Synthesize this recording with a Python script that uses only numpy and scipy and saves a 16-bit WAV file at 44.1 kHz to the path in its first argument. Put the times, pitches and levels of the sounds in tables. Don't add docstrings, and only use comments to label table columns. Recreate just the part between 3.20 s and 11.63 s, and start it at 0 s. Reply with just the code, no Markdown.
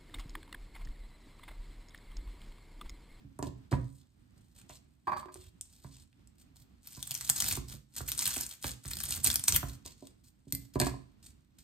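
import sys
import numpy as np
from scipy import signal
from scipy.fft import rfft, irfft, next_fast_len
from scipy.io import wavfile

SR = 44100
rng = np.random.default_rng(int(sys.argv[2]) if len(sys.argv) > 2 else 0)


def waveform_to_disk(signal):
    frames = np.transpose(np.atleast_2d(signal))
    scaled = np.clip(frames, -1, 1) * 32767
    samples = np.round(scaled).astype(np.int16)
    wavfile.write(sys.argv[1], SR, samples)


N = 371763
TIME = np.arange(N) / SR
LEFT_RIGHT = np.array([[1], [-1]])

# start in seconds, length in seconds, crunch at the end in relative dB,
# swell up to then in dB, shudder of the stalks at the end in relative dB.
BITES = [(3.649, 0.44, -39, 14, -61), (4.17, 0.17, -27, 3.5, -39), (4.482, 0.053, -38.5, 10.5, -41.5),
         (4.765, 0.019, -31.5, 7.5, -43), (4.884, 0.064, -40, -4.5, -49.5), (4.992, 0.24, -33, -2, -62),
         (5.231, 0.094, -38.5, 28, -78), (5.443, 0.054, -33, 0, -45), (5.647, 0.33, -34.5, 11, -41.5),
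         (6.051, 0.022, -26, 4.5, -30), (6.09, 0.15, -50, -9, -59), (6.289, 0.0015, -29.5, 1, -41),
         (6.325, 0.014, -31.5, 2.5, -30.5), (6.479, 0.067, -52, -7.5, -57)]
# time in seconds, strength in relative dB, tearing time in seconds.
SNAPS = [(3.6732, -19, 0.0038), (3.8279, -9.5, 0.0017), (3.875, -17, 0.0053), (3.9097, -7.5, 0.0029),
         (3.9168, -9.5, 0.0016), (3.9425, -12.5, 0.0023), (3.9513, -7.5, .003), (4.0106, -9.5, 0.0017),
         (4.0485, -16, 0.0023), (4.0685, -19, 0.0044), (4.0942, -2, 0.0011), (4.0993, 6.5, 0.0026),
         (4.1715, -13.5, 0.0024), (4.2041, -0.5, 0.0044), (4.223, -2, 0.0074), (4.2822, -8.5, .006),
         (4.3255, -7.5, 0.01), (4.881, -19, 0.0034), (4.89, -6, .006), (4.9185, -4.5, 0.00092),
         (4.979, -16, 0.004), (4.992, -4, 0.0046), (5.0121, -11, 0.0034), (5.0212, -11, 0.0042),
         (5.0662, -4, 0.002), (5.0765, -2, 0.0076), (5.1678, -12, 0.0082), (5.265, -15, 0.0079),
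         (5.4436, -22, 0.002), (5.7145, -8.5, 0.022), (5.7347, -9.5, .003), (5.7703, -10.5, .005),
         (5.8038, -8.5, 0.0034), (5.8375, -7.5, 0.0065), (5.855, -15, 0.0041), (5.908, -9.5, 0.0042),
         (5.924, -4, 0.011), (5.9517, -16.5, 0.0035), (6.045, 3.5, 0.011), (6.063, -2.5, 0.0019),
         (6.0725, 3, 0.0034), (6.0787, -7, 0.0049), (6.1025, 0, 0.0024), (6.1145, -6, 0.0049),
         (6.1306, -11.5, 0.0024), (6.1428, -5, 0.002), (6.1581, 1.5, 0.0035), (6.1959, -11.5, .002),
         (6.2396, -7, 0.0043), (6.283, 8, 0.006), (6.2904, -2.5, .004), (6.324, 1, 0.0021),
         (6.347, -1, 0.016), (6.3563, -6, 0.0047), (6.363, 8.5, 0.0088)]
# frequency in Hz, level in relative dB per Hz.
CRUNCH = [(600, -19), (1500, -10), (2500, -10.5), (4200, -5), (6000, -3), (8500, -1.5), (11500, -5.5),
          (15500, -8)]
# frequency in Hz, level in relative dB per Hz.
SNAP = [(500, -28), (1200, -15.5), (2500, -8.5), (5000, -4), (8500, 2), (11500, -0.5), (15500, -3.5)]
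# frequency in Hz, level in relative dB, t60 in seconds.
COUNTER = [(58.8, -9, 0.22), (71, -5.5, 0.11), (121.6, -0.5, 0.15), (166, -15.5, 0.12), (272.8, -11, 0.41)]
BITE_ATTACK_S, BITE_RELEASE_S = 0.029, 0.043
SHUDDER_LAG_S, SHUDDER_RELEASE_S = 0.013, 0.04


def cutting():
    bite, shake = 0, 0
    for start, length, crunch_db, swell, shudder_db in BITES:
        bite = bite + stroke(start, length, crunch_db, swell, BITE_ATTACK_S, BITE_RELEASE_S)
        shake = shake + stroke(start + SHUDDER_LAG_S, length, shudder_db, swell,
                               BITE_ATTACK_S, SHUDDER_RELEASE_S)
    s, strength_db, tear_s = np.vstack([SNAPS, lesser_snaps(bite)]).T

    crunch = bite * grains(per_s=750, spread_db=3.0, clump_db=3.0, hiss=.08)
    crunch = fibres(colour(crunch, CRUNCH), per_s=140, own_db=4.6, sway_db=2.0, count=16)
    snaps = colour(snapping(s, strength_db, tear_s), SNAP)

    jolts = blows(s, strength_db, scatter=0.86, t60=0.017, size=1024)
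    core = band(jolts, 840, 3500)
    thud = ring(band(jolts, 68, 220), COUNTER)

    shudder = band(rng.standard_normal(N), 29, 130) * from_db(3.2 * drift(40))
    shudder = shake * shudder / shudder.std()
    return (from_db(-9.0) * crunch + from_db(-1.5) * snaps + from_db(-13.5) * core
            + from_db(-44.0) * thud + from_db(-4.5) * shudder)


LESSER_PER_S = 32
LESSER_TEAR_S = 0.007
LESSER_DB, LESSER_SPREAD_DB, LESSER_FOLLOWS = -15.5, 2, 1
USUAL_CRUNCH_DB, WEAKEST_CRUNCH_DB = -38, -52


def lesser_snaps(bite):
    count = int(LESSER_PER_S * N / SR)
    at = (np.arange(count) + rng.random(count)) / count * (N - 1)
    at = at.astype(int)
    crunch_db = 20 * np.log10(bite[at])
    db = LESSER_DB + LESSER_FOLLOWS * (crunch_db - USUAL_CRUNCH_DB)
    db = db + LESSER_SPREAD_DB * rng.standard_normal(count)
    db = np.where(crunch_db > WEAKEST_CRUNCH_DB, db, -np.inf)
    return np.column_stack([at / SR, db, np.full(count, LESSER_TEAR_S)])


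STRANDS_PER_S, STRAND_SHARE = 2200, 2.4
FIBRE_LOW_HZ, FIBRE_HIGH_HZ, FIBRE_Q, FIBRE_RING = 1200, 16000, 4, 1.9
FIBRE_LAG_S, FIBRE_SIDE_DB = 8e-6, 5


def snapping(times, levels_db, tear_s, size=2048):
    shape = (len(times), size)
    hz = np.fft.rfftfreq(size, 1 / SR) + 1
    middle = size // 2

    fade = from_db(-30 * np.abs(TIME[:size] - TIME[middle]) / tear_s[:, None])
    friction = rng.standard_normal(shape)
    parting = rng.random(shape) < STRANDS_PER_S / SR
    strands = friction * (.15 + parting) * fade
    force = STRAND_SHARE * strands / np.linalg.norm(strands, axis=1, keepdims=True)
    force[:, middle] += 1

    pitch = FIBRE_LOW_HZ * (FIBRE_HIGH_HZ / FIBRE_LOW_HZ) ** rng.random((len(times), 2, 1, 1))
    radiated = FIBRE_RING * from_db(FIBRE_SIDE_DB * rng.standard_normal(pitch.shape) * LEFT_RIGHT)
    resonances = radiated / (1 + 1j * FIBRE_Q * (hz / pitch - pitch / hz))
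    spectra = rfft(force)[:, None] * (1 + resonances.sum(axis=1))

    lags = rng.normal(0, FIBRE_LAG_S, len(times))
    out = np.zeros((2, N + 2 * size))
    for s, db, spectrum, lag in zip(times, levels_db, spectra, lags):
        snap = irfft(spectrum * np.exp(1j * np.pi * hz * lag * LEFT_RIGHT))
        start = int(np.clip(s * SR, 0, N))
        out[:, start:start + size] += from_db(db) * snap / np.linalg.norm(snap, axis=1).mean()
    return out[:, middle:middle + N]


# time in seconds, thud in relative dB, crack in relative dB, contact hardness in Hz,
# pitch of the piece in Hz.
DROPS = [(4.37, -30.5, -11, 1090, 1140), (4.803, -33.5, -17, 1630, 1420), (5.163, -43, -14.5, 990, 780),
         (5.441, -33, -8.5, 4040, 1640), (5.649, -34.5, -23, 1780, 1430), (6.427, -30, -6.5, 965, 693)]
# frequency in Hz, level in relative dB per Hz.
CRACK = [(80, -7), (280, 9.5), (450, -2), (750, -6.5), (1200, 0.5), (1700, -3.5), (2050, -7.5),
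         (5000, -7.5), (15000, -37)]
# multiple of its pitch, level in relative dB, t60 in seconds.
OFFCUT = [(.83, -34.5, 0.024), (1.002, -43.5, 0.1), (1.41, -50, .05)]


def offcuts():
    s, thud_db, crack_db, hardness_hz, _ = np.transpose(DROPS)
    thud = ring(band(blows(s, thud_db, scatter=0.067, t60=0.029), 34, 170), COUNTER)
    crack = colour(blows(s, crack_db, scatter=0.84, t60=0.042, top_hz=hardness_hz), CRACK)
    pieces = 0
    for start, _, db, hardness, pitch in DROPS:
        modes = [(multiple * pitch, level, t60) for multiple, level, t60 in OFFCUT]
        pieces = pieces + ring(blows([start], [db], scatter=0.25, t60=0.012, top_hz=hardness), modes)
    return bend(thud + crack + pieces)


BEND_LAG_S, BEND_HZ = 0.0098, 122


def bend(x):
    size = next_fast_len(N + SR)
    hz = np.fft.rfftfreq(size, 1 / SR)
    phase = -4 * np.pi * BEND_LAG_S * np.sqrt(BEND_HZ * hz)
    return irfft(rfft(x, size) * np.exp(1j * phase), size)[..., :N]


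# start in seconds, length in seconds, level in relative dB.
BRUSHES = [(0.224, 0.06, -56.5), (0.512, 0.04, -53), (0.586, 0.23, -71.5), (1.178, 0.2, -75),
           (1.354, 0.061, -59.5), (1.49, 0.077, -57.5), (1.969, 0.028, -50.5), (2.122, 0.16, -55.5),
           (2.453, 0.38, -63), (3.183, 0.038, -61.5), (3.355, 0.071, -63), (6.65, 0.076, -56),
           (6.776, 0.13, -64), (7.039, 0.05, -61.5), (7.28, 0.038, -65.5), (7.419, 0.034, -58),
           (7.539, 0.02, -49.5), (7.592, 0.1, -45.5), (8.028, 0.077, -58.5), (8.387, 0.025, -56)]
# time in seconds, strength in relative dB, pitch in Hz.
TICKS = [(.19, -29, 9100), (.227, -19, 6850), (.27, -24.5, 4800), (.521, -24, 5600), (1.4947, -28.5, 6500),
         (2.143, -25.5, 8200), (2.4114, -16.5, 8100), (2.929, -39.5, 2470), (3.074, -38.5, 8100),
         (6.6618, -18.5, 7450)]
# frequency in Hz, level in relative dB per Hz.
HUSK = [(700, -15.5), (2000, -11), (4300, -2), (6200, -3.5), (8500, 0.5), (11000, -9), (15500, -7)]
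BRUSH_ATTACK_S, BRUSH_RELEASE_S = 0.0037, 0.017
GRIP_DB = -81
TICK_Q = 3.5


def handling():
    rubbing = from_db(GRIP_DB)
    for start, length, db in BRUSHES:
        rubbing = rubbing + stroke(start, length, db, 0, BRUSH_ATTACK_S, BRUSH_RELEASE_S)
    husks = colour(rubbing * grains(per_s=2100, spread_db=3.5, clump_db=5.5, hiss=0.99), HUSK)
    husks = fibres(husks, per_s=12, own_db=2.6, sway_db=1.5, count=8)

    ticks = 0
    for s, db, hz in TICKS:
        touch = blows([s], [db], scatter=0.5, t60=0.003) + 1e-18
        ticks = ticks + signal.lfilter(*signal.iirpeak(hz, TICK_Q, fs=SR), touch)

    hands = rubbing * band(rng.standard_normal(N), 32, 100)
    return from_db(-4.0) * husks + from_db(9.5) * ticks + from_db(19.5) * hands


# time in seconds, thud in relative dB, knock in relative dB, contact hardness in Hz.
BUMPS = [(.045, -42.5, -64, 490), (0.192, -36.5, -41.5, 1230), (.227, -36.5, -40, 2130),
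         (.267, -32.5, -46.5, 800), (.518, -28.5, -36, 1310), (.527, -18, -29, 1700),
         (1.498, -56, -50, 2900), (2.646, -38.5, -55.5, 1870), (3.774, -41, -60, 1990),
         (6.658, -54, -51.5, 1200), (6.825, -55.5, -50.5, 680), (7.27, -45, -53.5, 397),
         (7.328, -33, -46.5, 430), (7.558, -25.5, -33, 1330), (7.603, -27.5, -36, 2400),
         (7.619, -24, -32.5, 2400), (7.668, -54, -37, 2000), (7.74, -46.5, -46.5, 1090)]
# frequency in Hz, level in relative dB per Hz.
KNOCK = [(80, -13), (280, 5.5), (380, 3), (500, 2), (660, 1), (820, -2.5), (1020, 6.5), (1300, -7),
         (1680, -7.5), (2500, 1), (6000, -13.5)]
# frequency in Hz, level in relative dB, t60 in seconds.
STALK = [(272.3, 5, 0.11), (371.7, -1.5, .07), (614, -6, 0.088), (672, -15, .07), (954, -8, 0.1),
         (1016, -3.5, 0.11), (1645, -3, 0.017)]
WOODY_WANDER_S, WOODY_WANDER_PER_S = .0005, 40


def bumps():
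    s, thud_db, knock_db, hardness_hz = np.transpose(BUMPS)
    thud = ring(band(blows(s + .004, thud_db, scatter=0, t60=1), 59, 220), COUNTER)
    clatter = blows(s, knock_db, scatter=1.3, t60=0.072, top_hz=hardness_hz, order=4)
    clatter = colour(clatter, KNOCK)
    woody = ring(blows(s, knock_db, scatter=0.46, t60=0.0053, top_hz=hardness_hz, order=4), STALK)
    woody = np.interp(TIME + WOODY_WANDER_S * drift(WOODY_WANDER_PER_S), TIME, woody[0])
    return thud + from_db(24.5) * clatter + from_db(-1.5) * woody


# time in seconds, level in relative dB.
JAR_TAPS = [(1.871, -26), (1.879, -24.5), (1.894, -27.5), (1.918, -24), (1.93, -25.5), (1.963, -29.5),
            (1.995, -40.5), (2.029, -40), (2.085, -41.5)]
# time in seconds, level in relative dB.
JAR_ROCKS = [(1.874, -51), (1.922, -53), (2.058, -53.5), (2.158, -54)]
# frequency in Hz, level in relative dB per Hz.
HOLLOW = [(200, -11.5), (550, -18), (800, -6.5), (1050, 4), (1220, 3.5), (1450, -18), (1650, -6.5),
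          (2000, -18), (2350, -14), (3000, -33.5), (4700, -36), (12000, -73)]
# frequency in Hz, level in relative dB, t60 in seconds.
JAR = [(621, -11, 0.46), (1020, -4.5, 0.12), (1111, -5.5, 0.11), (4600, -20.5, 0.19)]
# frequency in Hz, level in relative dB, t60 in seconds.
JAR_BASE = [(329.4, 1.2, 0.18), (363, 1.3, .3)]


def jar():
    taps = blows(*np.transpose(JAR_TAPS), scatter=2.4, t60=0.064)
    rocking = ring(blows(*np.transpose(JAR_ROCKS), scatter=0, t60=1), JAR_BASE + COUNTER)
    return from_db(16.5) * colour(taps, HOLLOW) + from_db(-12.0) * ring(taps, JAR) + rocking


# time in seconds, blades in relative dB, handles in relative dB,
# contact hardness of the blades in Hz.
CLINKS = [(7.3243, -5, -66, 18000), (7.35, -10, -83, 18000), (7.6002, 3.5, -39.5, 9500),
          (7.615, -3, -34.5, 8500), (7.668, -9.5, -46, 7500)]
# frequency in Hz, level in relative dB per Hz.
BLADE = [(300, -15.5), (1400, -22), (2100, -15), (3100, -15), (4200, -2.5), (5800, -7.5), (8000, 2),
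         (10500, -2.5), (13300, 4.5), (15500, -12)]
# frequency in Hz, level in relative dB, t60 in seconds.
STEEL = [(2060, -3, 0.13), (2360, -9, 0.13), (4050, -4.5, 0.24), (4261, -2.5, 0.17), (8370, 2, 0.092)]
# frequency in Hz, level in relative dB, t60 in seconds.
HANDLE = [(700, 3, 0.056), (1610, -3, .05), (1680, 0, 0.066), (2360, -14, 0.071)]


def scissors():
    s, click_db, handle_db, hardness_hz = np.transpose(CLINKS)
    clicks = blows(s, click_db, scatter=1.1, t60=.007, top_hz=hardness_hz)
    handles = ring(blows(s, handle_db, scatter=0.96, t60=0.086), HANDLE)
    return colour(clicks, BLADE) + from_db(-52.5) * ring(clicks, STEEL) + handles


# frequency in Hz, t60 in seconds.
ROOM_T60 = [(100, .45), (700, .34), (4500, .4), (9000, .33), (15000, .24)]
# frequency in Hz, echo level in relative dB.
ROOM_DB = [(100, -4.5), (400, -5), (1000, -7.5), (4300, -10), (8500, -11), (15000, -9)]


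def kitchen(x):
    edges, tail = np.geomspace(40, 19000, 10), 0
    for low, high in zip(edges, edges[1:]):
        centre = np.sqrt(low * high)
        echoes = dying_noise(at_hz(ROOM_T60, centre), size=SR // 2)
        tail = tail + band(echoes, low, high) * from_db(at_hz(ROOM_DB, centre))
    near = from_db(-6.0) * band(dying_noise(0.065, size=4096), 420, 22000)
    return convolve(x, tail) + convolve(x, near)


# frequency in Hz, level in relative dB per Hz.
RUMBLE = [(20, -5), (55, 4), (120, -2), (270, -6), (450, -25.5), (1400, -29.5), (4000, -34.5),
          (8500, -42.5)]
RUMBLE_WAVER_DB, RUMBLE_WAVER_PER_S = 3.5, 11


def rumble():
    noise = colour(rng.standard_normal((2, N)), RUMBLE)
    return from_db(-64.5) * noise * from_db(RUMBLE_WAVER_DB * drift(RUMBLE_WAVER_PER_S))


def stroke(start, length, end_db, swell_db, attack_s, release_s):
    progress = np.clip((TIME - start) / max(length, 1 / SR), 0, 1)
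    before = np.maximum(start - TIME, 0) / attack_s
    after = np.maximum(TIME - start - length, 0) / release_s
    return from_db(end_db + swell_db * (progress - 1) - 20 * np.minimum(before + after, 10))


def grains(per_s, spread_db, clump_db, hiss):
    sizes = from_db(spread_db * np.minimum(rng.exponential(1, N), 4)) * rng.choice([-1, 1], N)
    clicks = sizes * (rng.random(N) < per_s / SR)
    x = clicks / clicks.std() + hiss * rng.standard_normal(N)
    x = x * from_db(clump_db * drift(250))
    return x / x.std()


def fibres(x, per_s, own_db, sway_db, count=12):
    out, below = 0, 0
    for edge in np.geomspace(700, 18000, count):
        upto = signal.sosfiltfilt(signal.butter(4, edge, fs=SR, output="sos"), x)
        gain_db = own_db * drift(per_s) + sway_db * drift(per_s) * LEFT_RIGHT
        out = out + (upto - below) * from_db(gain_db)
        below = upto
    return out


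def blows(times, levels_db, scatter, t60, top_hz=19000, size=4096, order=2):
    out = np.zeros(N + size)
    bursts = scatter * dying_noise(t60, size, count=len(times))
    tops = np.broadcast_to(top_hz, len(times))
    for s, db, top, burst in zip(times, levels_db, tops, bursts):
        burst[0] += 1
        start = int(np.clip(s * SR, 0, N))
        soft = signal.butter(order, min(top, .45 * SR), fs=SR)
        out[start:start + size] += from_db(db) * signal.lfilter(*soft, burst / np.linalg.norm(burst))
    return out[:N]


def ring(force, modes):
    t = TIME[:SR]
    response = sum(from_db(db - 60 * t / t60) * np.cos(2 * np.pi * hz * t) for hz, db, t60 in modes)
    return convolve(force, response)


def dying_noise(t60, size, count=2):
    burst = rng.standard_normal((count, size)) * from_db(-60 * TIME[:size] / t60)
    return burst / np.linalg.norm(burst, axis=1, keepdims=True)


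def colour(x, spectrum, size=4096):
    cepstrum = irfft(np.log(from_db(at_hz(spectrum, np.fft.rfftfreq(size, 1 / SR)))))
    cepstrum[1:size // 2] *= 2
    cepstrum[size // 2 + 1:] = 0
    response = irfft(np.exp(rfft(cepstrum)))
    return convolve(x, response / np.linalg.norm(response))


def band(x, low_hz, high_hz):
    sos = signal.butter(2, [low_hz, min(high_hz, .45 * SR)], "band", fs=SR, output="sos")
    return signal.sosfilt(sos, x)


def convolve(x, response):
    return signal.oaconvolve(np.atleast_2d(x), np.atleast_2d(response), axes=-1)[:, :N]


def drift(per_s):
    return np.interp(TIME * per_s, np.arange(N), rng.standard_normal(N))


def at_hz(points, hz):
    f, value = np.transpose(points)
    return np.interp(np.log(np.maximum(hz, 1)), np.log(f), value)


def from_db(db):
    return 10 ** (np.asarray(db) / 20)


def scene():
    dry = cutting() + offcuts() + handling() + bumps() + jar() + scissors()
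    source = dry.mean(axis=0)
    background = rumble()
    common, apart = kitchen(source) + background
    bent = band(convolve(source, dying_noise(0.0014, size=512, count=1)), 1100, 2800)
    side = band(apart, 210, 5700) + from_db(-18) * apart + from_db(-2.5) * bent
    return dry + common + side * LEFT_RIGHT


# frequency in Hz, lead of the left in radians.
PORT_PHASE = [(3000, 0), (6000, -1.7), (8000, .1), (9000, 1.1), (11300, 3.7), (12500, 6.1), (13500, 6.5),
              (15000, 9.2)]
# frequency in Hz, left minus right in dB.
BALANCE = [(200, -5), (700, -2.5), (1100, -1.5), (1600, -0.5), (5500, -2), (9000, 0)]
CUTOFF_HZ = 15800
CEILING = .9


def record(dry):
    size = next_fast_len(N + 4096)
    hz = np.fft.rfftfreq(size, 1 / SR)
    left = from_db(at_hz(BALANCE, hz) / 2) * np.exp(.5j * at_hz(PORT_PHASE, hz))
    heard = irfft(rfft(dry, size) * np.array([left, 1 / left]), size)[:, :N]
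    heard = signal.sosfilt(signal.butter(4, 44, "high", fs=SR, output="sos"), heard)
    rounded = CEILING * np.tanh(heard / CEILING)
    return signal.sosfilt(signal.ellip(10, .2, 80, CUTOFF_HZ, fs=SR, output="sos"), rounded)


dry = scene()
out = record(dry)
waveform_to_disk(out)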